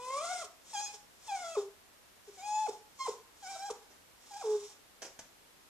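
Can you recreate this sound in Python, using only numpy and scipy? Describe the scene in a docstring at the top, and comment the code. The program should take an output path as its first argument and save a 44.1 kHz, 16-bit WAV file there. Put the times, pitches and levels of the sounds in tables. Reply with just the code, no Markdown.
"""A small terrier whimpers in a briefly ringing, carpeted room, over the steady hiss of a small camera.
Seven thin whines slide through its nose, each on a push of air that hisses in the nostrils.
Most break downward into a short, low hoot as the vocal folds slacken. A faint snuff comes before
the last whine, which sinks into the longest hoot. Three quick snuffs end it, about five seconds in."""
import sys
import numpy as np
from scipy import signal
from scipy.fft import rfft, irfft, next_fast_len
from scipy.io import wavfile
from scipy.ndimage import uniform_filter1d, map_coordinates

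SR = 44100
rng = np.random.default_rng(int(sys.argv[2]) if len(sys.argv) > 2 else 0)


def generate_wav(signal):
    """Clip the signal to [-1, 1] and save it as 16-bit WAV at the path in sys.argv[1]."""
    frames = np.transpose(np.atleast_2d(signal))
    scaled = np.clip(frames, -1, 1) * 32767
    pcm = np.round(scaled).astype(np.int16)
    wavfile.write(sys.argv[1], SR, pcm)


N = 250916
TOP_HZ = 14220  # the camera's band limit

# glide of each whine: (time [s], pitch [Hz], relative level [dB])
WHINE_1 = [(0.0, 489.8, -52.5), (0.108, 520.8, -47), (0.196, 594, -42), (0.25, 701, -41.5),
           (0.264, 676, -46.5), (0.32, 733.5, -34.5), (0.376, 700.4, -47), (0.406, 679, -47.5),
           (0.425, 649, -45.5)]
WHINE_2 = [(0.738, 883, -44.5), (0.754, 823, -34.5), (0.77, 798.3, -40), (0.8, 830.4, -35.5),
           (0.876, 832.4, -47.5), (0.9, 824, -73.5)]
WHINE_3 = [(1.285, 875, -42), (1.295, 831.4, -39.5), (1.321, 792, -37), (1.345, 794, -38),
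           (1.377, 724, -45), (1.399, 731, -46.5), (1.445, 678.4, -43), (1.549, 650, -53),
           (1.555, 629, -41.5)]
WHINE_4 = [(2.38, 758, -55), (2.4, 728, -48.5), (2.422, 786, -55), (2.432, 805.6, -44), (2.468, 836, -36.5),
           (2.616, 863.7, -32), (2.665, 843, -34.5)]
WHINE_5 = [(2.995, 1072, -49.5), (3.009, 1063, -36), (3.041, 1067, -41.5), (3.065, 1019, -36.5)]
WHINE_6 = [(3.43, 799, -49.5), (3.466, 729, -48), (3.498, 793.6, -48), (3.52, 774, -49),
           (3.564, 766.5, -46), (3.578, 773, -71), (3.592, 764.5, -48.5), (3.668, 824, -39),
           (3.69, 803, -43)]
WHINE_7 = [(4.312, 825, -48.5), (4.356, 791, -46.5), (4.368, 821, -39.5), (4.386, 846, -50.5),
           (4.415, 818, -41)]
# notes of the slackened folds:
# (time [s], hold [s], release [s], pitch [Hz], relative level [dB], relative escaping air [dB])
HOOTS = [(0.439, 0.012, 0.0069, 417, -53, -39.5), (0.937, 0.0091, .007, 411, -54, -46),
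         (1.568, 0.019, 0.016, 398, -28, -57), (2.275, 0.023, 0.0049, 390.5, -48.5, -66),
         (2.683, 0.013, 0.0023, 414.7, -34, -45), (3.081, 0.014, 0.0025, 425, -31, -45),
         (3.551, 0.015, 0.0037, 648, -48, -73), (3.700, 0.0138, 0.0023, 426.6, -35.5, -38.5),
         (4.436, 0.12, 0.03, 437.5, -32.5, -68.5)]


def amp(db):
    """Decibels to gain."""
    return 10 ** (np.asarray(db) / 20)


def unit(x):
    """x at rms 1."""
    return x / np.sqrt(np.mean(x ** 2) + 1e-20)


def along(points, hz):
    """Read (frequency, value) points on a log frequency axis."""
    freqs, values = np.transpose(points)
    return np.interp(np.log(hz + 1), np.log(freqs + 1), values)


def curves(rows, t):
    """Read each column after the time column at the times t."""
    times, *columns = np.transpose(rows)
    return [np.interp(t, times, column) for column in columns]


def samples(start, end, margin=0.02):
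    """Sample numbers from just before start to just after end."""
    return np.arange(max(0, int((start - margin) * SR)), min(N, int((end + margin) * SR)))


def wobble(rate, t):
    """A smooth random curve, rate knots a second."""
    return map_coordinates(rng.standard_normal(int(N / SR * rate) + 4), [t * rate])


def hump(hz, centre_hz, width_hz):
    """A resonance shape, 1 at its centre."""
    return 1 / (1 + (2 * (hz - centre_hz) / width_hz) ** 2)


def filtered(x, response):
    """x through a complex frequency response."""
    size = x.shape[-1]
    padded = next_fast_len(size + SR // 10)
    return irfft(rfft(x, padded) * response(np.fft.rfftfreq(padded, 1 / SR)), padded)[..., :size]


def noise(colour, size=N):
    """Noise of rms 1 with the given spectrum."""
    return unit(filtered(rng.standard_normal(size), lambda hz: amp(along(colour, hz))))


def pair(a, b, likeness):
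    """Mix two unrelated signals to stereo with the given left-right likeness."""
    angle = lambda hz: np.arccos(np.clip(along(likeness, hz), -1, 1)) / 2
    mid = filtered(a, lambda hz: np.cos(angle(hz)))
    side = filtered(b, lambda hz: np.sin(angle(hz)))
    return np.array([mid + side, mid - side])


def background(level_db=-60.5):
    """A wide bed of steady microphone hiss over faint room rumble."""
    # spectrum of the bed: (frequency [Hz], level [dB])
    colour = [(8, -33), (22, -16.5), (33, -1), (60, -5), (80, -2.5), (105, -7), (400, -4), (1000, -5.5),
              (2000, -8), (6000, -12.5), (14000, -16)]
    # its stereo image: (frequency [Hz], left-right likeness [0-1])
    likeness = [(30, 0.068), (80, 0.035), (300, 0.083), (1500, 0.036), (10000, 0.023)]
    return amp(level_db) * pair(noise(colour), noise(colour), likeness)


def airflow(t, rise_db=14.5, sag_db=3, attack_s=0.043):
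    """Each push of air through the nose arches up to a crest, sags and is let go."""
    # breaths: (start [s], crest [s], end [s], release [s], relative crest level [dB])
    pushes = [(0.0, 0.317, 0.43, 0.008, -41), (0.639, 0.758, 0.91, 0.057, -45.5),
              (1.195, 1.31, 1.617, .025, -46.5), (2.266, 2.62, 2.73, 0.039, -48.5),
              (2.968, 3.08, 3.11, 0.045, -45.5), (3.382, 3.515, 3.61, 0.12, -48),
              (4.22, 4.45, 4.7, 0.042, -48)]
    flow = np.zeros(len(t))
    for start, crest, end, release, db in pushes:
        rising = np.clip((crest - t) / (crest - start), 0, 1)
        sagging = np.clip((t - crest) / (end - crest), 0, 1)
        arch = amp(db - rise_db * rising ** 2 - sag_db * sagging ** 2)
        flow += arch * np.exp(-np.maximum(start - t, 0) / attack_s - np.maximum(t - end, 0) / release)
    return flow


def nose_air(hiss_db=-7, gust_db=1.95):
    """Turbulence in the nostrils rings the nasal passages; extra air escapes as the folds slacken."""
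    # spectrum of the nostril hiss: (frequency [Hz], level [dB])
    nostrils = [(150, -19), (400, -6.5), (1100, -2.5), (1800, -11.5), (2450, -6), (2900, -6), (3550, -1),
                (4400, -3), (5600, -3), (6900, -0.5), (8600, -7), (9600, -12.5), (11500, -19), (14000, -29)]
    # nasal resonances: (centre [Hz], width [Hz], boost [dB])
    modes = [(3330, 140, 2.5), (5460, 420, 9.5), (6880, 400, 4.5), (8220, 230, 7.5)]
    t = np.arange(N) / SR
    escaping = sum(amp(db) * swell(t - start, hold, release) for start, hold, release, _, _, db in HOOTS)
    passages = lambda hz: amp(sum(db * hump(hz, centre, width) for centre, width, db in modes))
    hiss = unit(filtered(noise(nostrils), passages))
    return (airflow(t) + escaping) * amp(hiss_db + gust_db * wobble(80, t)) * hiss


def folds(span, pitch, level_db, upper_db, rough, second_db, tilt_db,
          mouth_hz, mouth_db, ring_hz, ring_db, shimmer_db=4, flutter_db=3.5, rasp_db=-26):
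    """The vocal folds sing a thin tone whose overtones slide through the resonances of the muzzle."""
    # the second harmonic swells across the throat's first resonance:
    # (pitch [Hz], level over the fundamental [dB])
    second_swell = [(400, -19.5), (440, -14.5), (490, 5), (560, 7), (650, -3), (700, -5.5), (770, -13.5),
                    (850, -24.5), (1060, -12)]
    # overtone colour of throat and muzzle: (frequency [Hz], gain [dB])
    throat = [(1200, 17.5), (1750, -13), (2150, 9), (2550, 1.5), (2900, -7.5), (3400, 1), (4400, -3.5),
              (5100, 3), (5900, -4), (6800, 5), (7700, -4.5), (8400, -3), (9300, -14.5), (14000, -23)]
    # spectrum of the slack folds' rasp: (frequency [Hz], level [dB])
    rasp_colour = [(300, -43), (650, -9), (1100, 8), (1350, -3.5), (1800, -63), (4000, -31)]
    t = span / SR
    second_gain = amp(level_db + second_db + along(second_swell, pitch))
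    waver = 0.0248 * rough * wobble(60, t)
    # the folds turn unsteady while the pitch collapses
    fall_octaves_per_s = uniform_filter1d(np.maximum(0, -np.gradient(np.log2(pitch)) * SR), size=600)
    rough = np.clip(rough + 0.013 * fall_octaves_per_s, 0, 1)
    # uneven cycles blur the high overtones far more than the fundamental
    jitter = 0.033 * rough * wobble(450, t)
    pitch = pitch * (1 + jitter + waver)
    phase = 2 * np.pi * np.cumsum(pitch) / SR
    orders = np.arange(3, 21)[:, None]
    hz = orders * pitch
    mouth = mouth_db * hump(hz, mouth_hz, width_hz=440)
    nasal_ring = ring_db * hump(hz, ring_hz, width_hz=450)
    gains = amp(along(throat, hz) + tilt_db * np.log2(orders) + mouth + nasal_ring) * (hz < TOP_HZ)
    gains /= np.linalg.norm(gains, axis=0)
    # each overtone swells and fades on its own
    flutter = amp(flutter_db * np.array([wobble(45, t) for _ in orders]))
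    offsets = rng.uniform(0, 2 * np.pi, orders.shape)
    upper = np.sum(gains * flutter * np.sin(orders * phase + offsets), axis=0)
    tone = amp(level_db) * np.sin(phase) + second_gain * np.sin(2 * phase) + amp(upper_db) * upper
    # below 700 Hz the slack folds leak a rasping puff once a cycle
    slack = np.clip((700 - pitch) / 200, 0, 1)
    opening = (1 + np.sin(phase)) / 2
    rasp = slack * (1 + rough) * amp(level_db + rasp_db) * opening * noise(rasp_colour, len(span))
    shimmer = amp(rough * shimmer_db * wobble(160, t))
    return np.sqrt(2) * (tone + rasp) * shimmer


def whine(contour, rough, second_db, overtone_db, *muzzle):
    """One whine eases in from above, glides and breaks downward; a harder push of air brightens it."""
    onset_s, onset_ratio, onset_db = 0.003, 1.0395, 4.5
    break_s, break_hz, break_fade_db, break_dull_db = 0.019, 458, 18.5, 10
    overtone_attack_s, fade_s = 0.01, 0.0052
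    (start, start_hz, start_db), (end, _, end_db) = contour[0], contour[-1]
    first, last = start - onset_s, end + break_s
    onset = (first, start_hz * onset_ratio, start_db - onset_db)
    collapse = (last, break_hz, end_db - break_fade_db)
    span = samples(first, last)
    t = span / SR
    pitch, level_db = curves([onset, *contour, collapse], t)
    push_db = 20 * np.log10(airflow(t))
    # the overtones follow tone and breath, arrive late and drain away in the break
    upper_db = overtone_db + 0.3 * (level_db - level_db.max()) + 0.22 * (push_db - push_db.max())
    upper_db -= onset_db * np.exp(-np.maximum(t - first, 0) / overtone_attack_s)
    upper_db -= break_dull_db * np.clip((t - end) / break_s, 0, 1)
    gate = np.clip(1 + np.minimum(t - first, last - t) / fade_s, 0, 1)
    out = np.zeros(N)
    out[span] = gate * folds(span, pitch, level_db, upper_db, rough, second_db, *muzzle)
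    return out


def whimper():
    """Seven whines through the nose, each with its own glide and muzzle colour."""
    # voicing: (glide, roughness [0-1], second harmonic gain [dB], relative overtone level [dB],
    # tilt [dB/octave], mouth resonance [Hz], its gain [dB], nasal ring [Hz], its gain [dB])
    whines = [(WHINE_1, 0.3, 0, -49, -3.2, 3100, 6.6, 8500, 18),
              (WHINE_2, 0.095, 3.8, -43, -3.2, 2230, -8, 6650, 6.3),
              (WHINE_3, 0.184, -1.4, -50.5, -0.39, 2430, 6.2, 3400, 11),
              (WHINE_4, 0.082, -7, -49.5, -0.12, 2570, 7.7, 6800, 3.4),
              (WHINE_5, .13, -0.95, -48, -2.1, 1800, 1, 4250, 5.8),
              (WHINE_6, 0.203, 3.6, -50.5, 0, 2000, -0.86, 5480, 8.4),
              (WHINE_7, .2, -0.9, -57, .3, 2400, -0.77, 4900, 6)]
    return sum(whine(*row) for row in whines)


def swell(age, hold, release):
    """Envelope of a hoot: attack, hold and exponential release; longer hoots swell more slowly."""
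    attack_s = 0.0039 + 0.071 * hold
    return (1 - np.exp(-np.maximum(age, 0) / attack_s)) * np.exp(-np.maximum(age - hold, 0) / release)


def hoots(overtone_db=-30, scoop_hz=71.4, settle_s=0.00812, sag_hz_per_s=150):
    """Slackened folds give short, dull, low notes that start high, settle and sag."""
    out = np.zeros(N)
    for start, hold, release, hz, db, _ in HOOTS:
        span = samples(start, start + hold + np.log(1000) * release)
        age = np.maximum(span / SR - start, 0)
        pitch = hz + scoop_hz * np.exp(-age / settle_s) - sag_hz_per_s * age
        tone = folds(span, pitch, db, db + overtone_db, rough=0.17, second_db=-3, tilt_db=6,
                     mouth_hz=2300, mouth_db=-18, ring_hz=3670, ring_db=14)
        out[span] += tone * swell(age, hold, release)
    return out


def snuffs():
    """Sharp puffs of air from the dog's nose."""
    # snuffs: (time [s], level [dB], rise [s], 60 dB decay [s])
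    puffs = [(3.895, -54.5, 0.017, 0.19), (5.018, -38.5, 0.0031, 0.1), (5.047, -46, 0.0028, 0.12),
             (5.19, -40.5, 0.00067, 0.055)]
    # their spectrum: (frequency [Hz], level [dB])
    colour = [(100, -25), (200, -10.5), (400, -1), (600, -0.5), (1200, -10), (1600, -4.5), (2000, -10),
              (3200, -9), (3700, -13), (6000, -5), (7600, -10), (8500, -17), (14000, -30)]
    t = np.arange(N) / SR
    envelope = np.zeros(N)
    for start, db, rise, t60 in puffs:
        age = np.maximum(t - start, 0)
        envelope += amp(db - 60 * age / t60) * (1 - np.exp(-age / rise))
    return envelope * noise(colour)


def furniture(x, scatter_db=-7, corner_hz=3000, count=8):
    """Nearby table legs and edges throw back the treble, combing it differently left and right."""
    delays_s = rng.uniform(0.001, 0.012, (2, count))
    gains = rng.choice([-1, 1], delays_s.shape) / np.sqrt(count)
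    taps = np.zeros((2, SR // 50))
    np.put_along_axis(taps, (delays_s * SR).astype(int), gains, axis=1)
    treble = filtered(x, lambda hz: hz ** 2 / (hz ** 2 + corner_hz ** 2))
    return amp(scatter_db) * signal.fftconvolve(treble[None], taps, axes=1)[:, :N]


def ports(x):
    """The dog's sound reaches the two microphone ports with a level and phase difference."""
    # the dog turns away: (time [s], left minus right [dB])
    head_turn = [(0, 3), (2.7, 2.2), (3.0, 2), (4.6, 0.5)]
    # level between the ports: (frequency [Hz], left minus right [dB])
    balance = [(380, -1.5), (700, 0), (1300, -3), (2400, -1), (3800, -2.5), (5200, -6), (6050, -16),
               (6900, 9), (8000, 5), (8600, 13), (10000, 12), (14000, -5)]
    # phase between the ports: (frequency [Hz], left lead [rad])
    lead = [(300, 0.06), (1000, 0.32), (2000, 0.8), (2600, -1.35), (3300, -1.3), (5600, -1.7), (7000, 1.9),
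            (8700, -3), (13000, -0.9)]
    sides = np.array([[0.5], [-0.5]])
    panned = x * amp(sides * curves(head_turn, np.arange(N) / SR)[0])
    response = lambda hz: amp(sides * along(balance, hz)) * np.exp(1j * sides * along(lead, hz))
    return filtered(panned, response)


def room(send, predelay_s=0.0045):
    """The carpeted room adds a short diffuse tail, centred in the lows and wide in the highs."""
    # tone of the room: (frequency [Hz], gain [dB])
    colour = [(150, 5), (450, -3), (1000, 1), (2500, 0.5), (4000, 0.5), (7000, 0), (12000, 3.5)]
    # its ring: (frequency [Hz], 60 dB decay [s])
    decay = [(200, 0.27), (450, 0.37), (1000, 0.4), (3000, 0.31), (7000, 0.39), (13000, 0.12)]
    # its stereo image: (frequency [Hz], left-right likeness [0-1])
    likeness = [(400, 0.99), (1000, 0.92), (2500, 0.092), (6000, 0)]
    coloured = filtered(send, lambda hz: amp(along(colour, hz)))
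    hz, t, bands = signal.stft(rng.standard_normal((2, SR // 2)), SR, nperseg=256)
    tail = signal.istft(bands * amp(-60 * t / along(decay, hz)[:, None]), SR, nperseg=256)[1]
    tail *= np.clip(np.arange(tail.shape[1]) / SR / predelay_s - 1, 0, 1)
    wet = signal.fftconvolve(coloured[None], tail / np.linalg.norm(tail[0]), axes=1)[:, :N]
    return pair(*wet, likeness)


def scene(voice_db=-0.5, voice_send_db=-8.5, air_send_db=-10, snuff_send_db=-6):
    """Voice, nose air and snuffs, each with its own send to the room, over the bed of hiss."""
    voice = amp(voice_db) * (whimper() + hoots())
    air, puffs = nose_air(), snuffs()
    dog = voice + air + puffs
    wet = room(amp(voice_send_db) * voice + amp(air_send_db) * air + amp(snuff_send_db) * puffs)
    return ports(dog + furniture(dog)) + wet + background()


def record(dry):
    """The camera keeps nothing above its band limit."""
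    return filtered(dry, lambda hz: hz < TOP_HZ)


dry = scene()
out = record(dry)
generate_wav(out)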